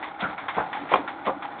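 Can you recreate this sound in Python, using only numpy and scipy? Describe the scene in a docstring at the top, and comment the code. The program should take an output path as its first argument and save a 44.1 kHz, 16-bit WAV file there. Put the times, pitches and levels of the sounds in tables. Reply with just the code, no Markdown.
"""A drill shakes a wooden soil sieve in a garden, almost three strokes a second.
From the start the drive churns and hums, and crumbs trickle through the mesh. The loose tray clacks on
its stop and bounces on its rails. From 0.2 s, each stroke slides soil over the mesh to thump against the
tray's end; the tray clacks on the way back. The mesh squeaks at the first stroke. Stones knock on the
wood from 0.6 s, the frame groans from 0.8 s, one stone hits very hard at 0.94 s. A faint squeak ends it."""
import sys
import numpy as np
from scipy import signal
from scipy.fft import rfft, irfft, next_fast_len
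from scipy.io import wavfile
from scipy.ndimage import uniform_filter1d

SR = 44100
rng = np.random.default_rng(int(sys.argv[2]) if len(sys.argv) > 2 else 0)


def log_audio(samples):
    """Write samples as a 16-bit WAV file to the path given in sys.argv[1]."""
    # one column per channel
    frames = np.atleast_2d(samples).T
    # limit to full scale, then quantise
    limited = np.clip(frames, -1, 1)
    pcm = np.round(limited * 32767).astype(np.int16)
    wavfile.write(sys.argv[1], SR, pcm)


N = 70560
T = np.arange(N) / SR

# Drive mount resonances. Each row: frequency in Hz, width in Hz, relative gain in dB.
DRIVE_MODES = [(813, 45.4, 10), (1430, 110, -2)]
# Level curves of the hum and the trickle. Each row: time in seconds, level in dB.
HUM_LEVELS = [(0, -45.5), (.1, -49.5), (.135, -53.5), (.31, -42.5), (.375, -68), (.41, -48), (.5, -52.5),
              (.9, -47), (1.15, -46), (1.6, -48.5)]
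TRICKLE_LEVELS = [(0, -38.5), (.08, -39.5), (.16, -45.5), (.3, -34.5), (.365, -43), (.44, -40.5), (.7, -40),
                  (.8, -37.5), (1.38, -45), (1.6, -41)]
# Spectra of crumbs, tray rattle, soil slide and thump. Each row: frequency in Hz, relative gain in dB.
TRICKLE_SPECTRUM = [(25, -39), (70, -9), (170, -4), (300, -12), (480, -1.5), (750, 3.5), (1300, -1),
                    (2200, -7.5), (2700, -17), (4200, -18.5)]
RATTLE_SPECTRUM = [(100, -51.5), (500, -6), (900, 15), (1400, 7.5), (2200, 10.5), (2700, -5.5), (3500, 0.5),
                   (4200, -12)]
SLIDE_SPECTRUM = [(200, -36.5), (700, 8), (1400, -3), (2200, 5.5), (2800, -6.5), (3500, -3), (4200, -13)]
THUMP_SPECTRUM = [(30, -31), (65, -8.5), (130, -19), (300, -1), (600, 1), (950, 6), (1500, -10),
                  (2500, -22.5), (4000, -56.5)]
# Tray hits its stop. Each row: start in seconds, level in dB, pitch in Hz, rattle decay in seconds.
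STOP_HITS = [(0.0270, -32, 1992, 0.038), (0.142, -44.5, 1405, 0.01), (0.3785, -33.5, 1393, 0.038),
             (.4824, -26.5, 1080, 0.027), (0.7284, -30, 1905, 0.041), (0.89, -35, 1950, 0.023),
             (1.076, -31, 1392, 0.028), (1.4223, -33, 1214, 0.026), (1.518, -46.5, 1870, 0.0051)]
# Modes of the stop. Each row: frequency in Hz, relative gain in dB.
STOP_MODES = [(1080, -9.5), (1670, -14.5), (2230, -6.5), (2665, -15), (3460, -16)]
# Tray touches its rails. Each row: start in seconds, level in dB, pitch in Hz.
RAIL_BOUNCES = [(0.037, -32, 1090), (0.605, -24.5, 861), (.623, -29, 823.6), (.636, -27.5, 838),
                (.659, -32.5, 819), (0.747, -26.5, 814), (0.765, -29.5, 863), (1.316, -33, 823),
                (1.447, -27, 825), (1.474, -34.5, 824)]
# Soil lands. Each row: time in seconds, thump level in dB, thump decay in seconds, clatter level in dB,
# clatter pitch in Hz, slide level in dB, slide lead and hold in seconds, stand level in dB.
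SOIL_LANDINGS = [(0.224, -31.5, 0.013, -24, 1363, -33.5, 0.02, 0.036, -38.5),
                 (0.57, -26, 0.024, -27.5, 1370, -37, 0.025, 0.04, -40),
                 (0.924, -22, 0.036, -43.5, 1242, -30, 0.012, 0.051, -44),
                 (1.27, -25.5, 0.027, -31.5, 1178, -30.5, 0.01, 0.0071, -40)]
# Tray resonances. Each row: frequency in Hz, width in Hz, relative gain in dB.
TRAY_MODES = [(535, 15, 12), (744.2, 21, 19), (1315, 69, -5)]
# Mesh squeaks. Each row: peak time in seconds, level in dB.
MESH_SQUEAKS = [(0.21, -32), (1.597, -39.5)]
# Stones and clods hit the board. Each row: start in seconds, level in dB, hardness as a cutoff in Hz.
STONE_HITS = [(0.5807, -16, 950), (.9155, -10, 720), (0.9375, -8.5, 6000), (.955, -19, 3000),
              (1.2685, -22, 1320), (1.279, -15, 950), (1.293, -16.5, 834)]
# Modes of the board. Each row: frequency in Hz, relative gain in dB.
BOARD_MODES = [(376, -17), (533, -7.5), (730, -9.5), (825, -4.5), (1061, 0), (1190, -9.5), (1330, -7),
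               (2375, -13), (2786, -18.5), (3200, -17.5)]
# Frame groans. Each row: start in seconds, time until fade-out in seconds, level in dB, pitch in Hz.
FRAME_GROANS = [(0.794, 0.0524, -38, 285), (0.97, 0.039, -38, 282.6), (1.353, 0.023, -39, 293.3)]


def from_db(db):
    return 10 ** (np.asarray(db) / 20)


def rms_one(x):
    return x / np.sqrt(np.mean(x ** 2) + 1e-20)


def colour(x, spectrum):
    """Minimum-phase filter with the given spectrum; rms 1."""
    hz, db = np.transpose(spectrum)
    size = next_fast_len(2 * N)
    grid_hz = np.maximum(np.fft.rfftfreq(size, 1 / SR), 1)
    gain = from_db(np.interp(np.log(grid_hz), np.log(hz), db))
    cepstrum = irfft(np.log(gain), size)
    cepstrum[1:size // 2] *= 2
    cepstrum[size // 2 + 1:] = 0
    return rms_one(irfft(rfft(x, size) * np.exp(rfft(cepstrum)), size)[:N])


def resonate(x, hz, width_hz):
    """One resonance, peak gain 1."""
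    r = np.exp(-np.pi * width_hz / SR)
    feedback = [1, -2 * r * np.cos(2 * np.pi * hz / SR), r * r]
    return signal.lfilter(np.array([1, 0, -1]) * (1 - r * r) / 2, feedback, x + 1e-18)


def body(x, modes):
    """Parallel resonances, signs alternating; rms 1."""
    return rms_one(sum((-1) ** k * from_db(db) * resonate(x, hz, width_hz)
                       for k, (hz, width_hz, db) in enumerate(modes)))


def grains(per_s, spread_db):
    """Random small impacts; rms 1."""
    sizes = from_db(spread_db * np.minimum(rng.exponential(1, N), 3)) * rng.choice([-1, 1], N)
    return rms_one(sizes * (rng.random(N) < per_s / SR))


def even(x, span_s):
    """Levels the rms over the span; finer grain stays."""
    power = uniform_filter1d(x * x, max(int(span_s * SR), 2))
    return x / np.sqrt(np.abs(power) + 1e-9)


def swell(at_s, rise_s, fall_s, hold_s=0):
    """Exponential rise to 1 at at_s, hold, exponential fall; rise and fall are 1/e times."""
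    return np.exp(np.minimum(np.minimum((T - at_s) / rise_s, (at_s + hold_s - T) / fall_s), 0))


def ringing(hz, width_hz):
    """One resonance kept ringing steadily by dense contacts."""
    return even(resonate(rng.standard_normal(N), hz, width_hz), span_s=0.0028)


def struck(start_s, modes, t60_s):
    """Modes ring down after a blow, signs alternating."""
    age_s = np.maximum(T - start_s, 0)
    ring = sum((-1) ** k * from_db(db) * np.sin(2 * np.pi * hz * age_s)
               for k, (hz, db) in enumerate(modes))
    return from_db(-60 * age_s / t60_s) * ring


def drive_churn(level_db=-41.5, teeth_per_s=43, jitter=0.02, throb_depth=0.6):
    """The geared motor grinds in uneven throbs through its mount's resonances."""
    wander = rms_one(resonate(rng.standard_normal(N), hz=3.3, width_hz=45))
    teeth = np.cumsum(teeth_per_s * (1 + jitter * wander)) / SR
    throb = 1 + throb_depth * np.cos(2 * np.pi * teeth)
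    grind = body(throb * grains(2500, spread_db=-2), DRIVE_MODES)
    return from_db(level_db) * even(grind, span_s=0.05)


def mount_hum(hz=297.1):
    """The motor's mount drones, low and wavering."""
    drone = resonate(resonate(rng.standard_normal(N), hz, width_hz=35.5), hz, width_hz=210)
    return from_db(np.interp(T, *np.transpose(HUM_LEVELS))) * even(drone, span_s=0.035)


def crumb_trickle(rasp_db=-19):
    """Crumbs rattle on the mesh and fall through; the wires rasp with them."""
    crumbs = colour(grains(1800, spread_db=3), TRICKLE_SPECTRUM)
    rasp = rms_one(resonate(grains(560, spread_db=5), hz=3470, width_hz=260))
    return from_db(np.interp(T, *np.transpose(TRICKLE_LEVELS))) * (crumbs + from_db(rasp_db) * rasp)


def tray_clacks(attack_s=0.0007, tick_fall_s=0.0093, rattle_hold_s=0.0047):
    """The loose tray hits its stop with a bright tick and chatters out."""
    out = 0
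    for start_s, db, hz, fall_s in STOP_HITS:
        age_s = np.maximum(T - start_s, 0)
        tick = from_db(3) * np.sin(2 * np.pi * hz * age_s) * np.exp(-age_s / tick_fall_s)
        stop = struck(start_s, STOP_MODES, t60_s=0.074)
        touches = grains(1400, spread_db=0)
        ring = from_db(-20.5) * rms_one(resonate(touches, hz, width_hz=1300))
        rattle = even(colour(touches, RATTLE_SPECTRUM) + ring, span_s=0.0042)
        rattle *= np.exp(-np.maximum(age_s - rattle_hold_s, 0) / fall_s)
        out += from_db(db) * np.minimum(age_s / attack_s, 1) * (tick + stop + rattle)
    return out


def rail_bounces(rise_s=0.004, fall_s=0.011, roughness=0.55):
    """The tray bounces on its rails; each touch rings short and hollow."""
    out = 0
    for start_s, db, hz in RAIL_BOUNCES:
        age_s = np.maximum(T - start_s, 0)
        tone = np.sqrt(2) * np.sin(2 * np.pi * hz * age_s) + roughness * ringing(hz, width_hz=130)
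        out += from_db(db) * tone * np.minimum(age_s / rise_s, np.exp((rise_s - age_s) / fall_s))
    return out


def soil_strokes(hold_s=0.027, clatter_delay_s=0.026, sway_db=-6.5):
    """Soil slides over the mesh; clods pile into the tray's end and shake the stand."""
    clods = grains(1800, spread_db=5)
    thump = even(colour(clods, THUMP_SPECTRUM) + from_db(-2.5) * body(clods, TRAY_MODES), span_s=0.0075)
    slide = even(colour(grains(3700, spread_db=3), SLIDE_SPECTRUM), span_s=0.034)
    stand_upper = resonate(grains(900, spread_db=-7), hz=194, width_hz=33)
    stand_lower = resonate(grains(770, spread_db=19), hz=78, width_hz=13)
    stand = even(stand_upper + from_db(-15.5) * stand_lower, span_s=0.029)
    out = 0
    for at_s, thump_db, fall_s, clatter_db, hz, slide_db, lead_s, slide_s, stand_db in SOIL_LANDINGS:
        clatter = resonate(rng.standard_normal(N), hz, width_hz=310)
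        clatter = even(resonate(clatter, hz, width_hz=310), span_s=0.016)
        blow = swell(at_s, rise_s=0.002, fall_s=0.0096, hold_s=hold_s)
        sway = swell(at_s, rise_s=0.002, fall_s=0.12, hold_s=hold_s)
        out += from_db(slide_db) * slide * swell(at_s - lead_s, 0.0077, fall_s=0.024, hold_s=slide_s)
        out += from_db(thump_db) * thump * swell(at_s, 0.0054, fall_s, hold_s)
        out += from_db(stand_db) * stand * (blow + from_db(sway_db) * sway)
        out += from_db(clatter_db) * clatter * swell(at_s + clatter_delay_s, rise_s=0.023, fall_s=0.022)
    return out


def mesh_squeaks():
    """The wire mesh squeaks thinly as the tray reverses."""
    return sum(from_db(db) * ringing(hz=3520, width_hz=180) * swell(at_s, rise_s=0.005, fall_s=0.0099)
               for at_s, db in MESH_SQUEAKS)


def stone_knocks(free_s=0.0058, damp_s=0.0064):
    """The board rings until soil damps it; soft clods excite only the low modes."""
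    out = 0
    for start_s, db, cutoff_hz in STONE_HITS:
        modes = [(hz, mode_db - 10 * np.log10(1 + (hz / cutoff_hz) ** 8)) for hz, mode_db in BOARD_MODES]
        damping = np.exp(-np.maximum(T - start_s - free_s, 0) / damp_s)
        out += from_db(db) * struck(start_s, modes, t60_s=0.077) * damping
    return out


def frame_groans(fade_s=0.021, roughness=0.71):
    """Wood rubs on wood with a low, rough tone."""
    out = 0
    for start_s, length_s, db, hz in FRAME_GROANS:
        age_s = T - start_s
        tone = np.sqrt(2) * np.sin(2 * np.pi * hz * age_s)
        rub = rms_one(resonate(grains(1800, spread_db=5.5), hz, width_hz=120))
        envelope = np.clip(np.minimum(age_s, length_s + fade_s - age_s) / fade_s, 0, 1)
        out += from_db(db) * (tone + roughness * rub) * envelope
    return out


def scene():
    """The whole machine, close by, mono."""
    running = drive_churn() + mount_hum() + crumb_trickle()
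    tray = tray_clacks() + rail_bounces()
    return (running + tray + soil_strokes() + mesh_squeaks() + stone_knocks() + frame_groans())[None]


def record(dry):
    """Narrow band, no deep bass; the hardest knock clips, with a brief crackle above the band."""
    thin = signal.sosfilt(signal.butter(2, 45, "high", fs=SR, output="sos"), dry)
    soft = signal.sosfilt(signal.butter(10, 3700, fs=SR, output="sos"), thin)
    narrow = signal.sosfilt(signal.cheby2(16, 70, 5000, fs=SR, output="sos"), soft)
    clipped = np.clip(narrow, -0.62, 0.62)
    return signal.sosfilt(signal.cheby2(12, 70, 16600, fs=SR, output="sos"), clipped)


dry = scene()
out = record(dry)
log_audio(out)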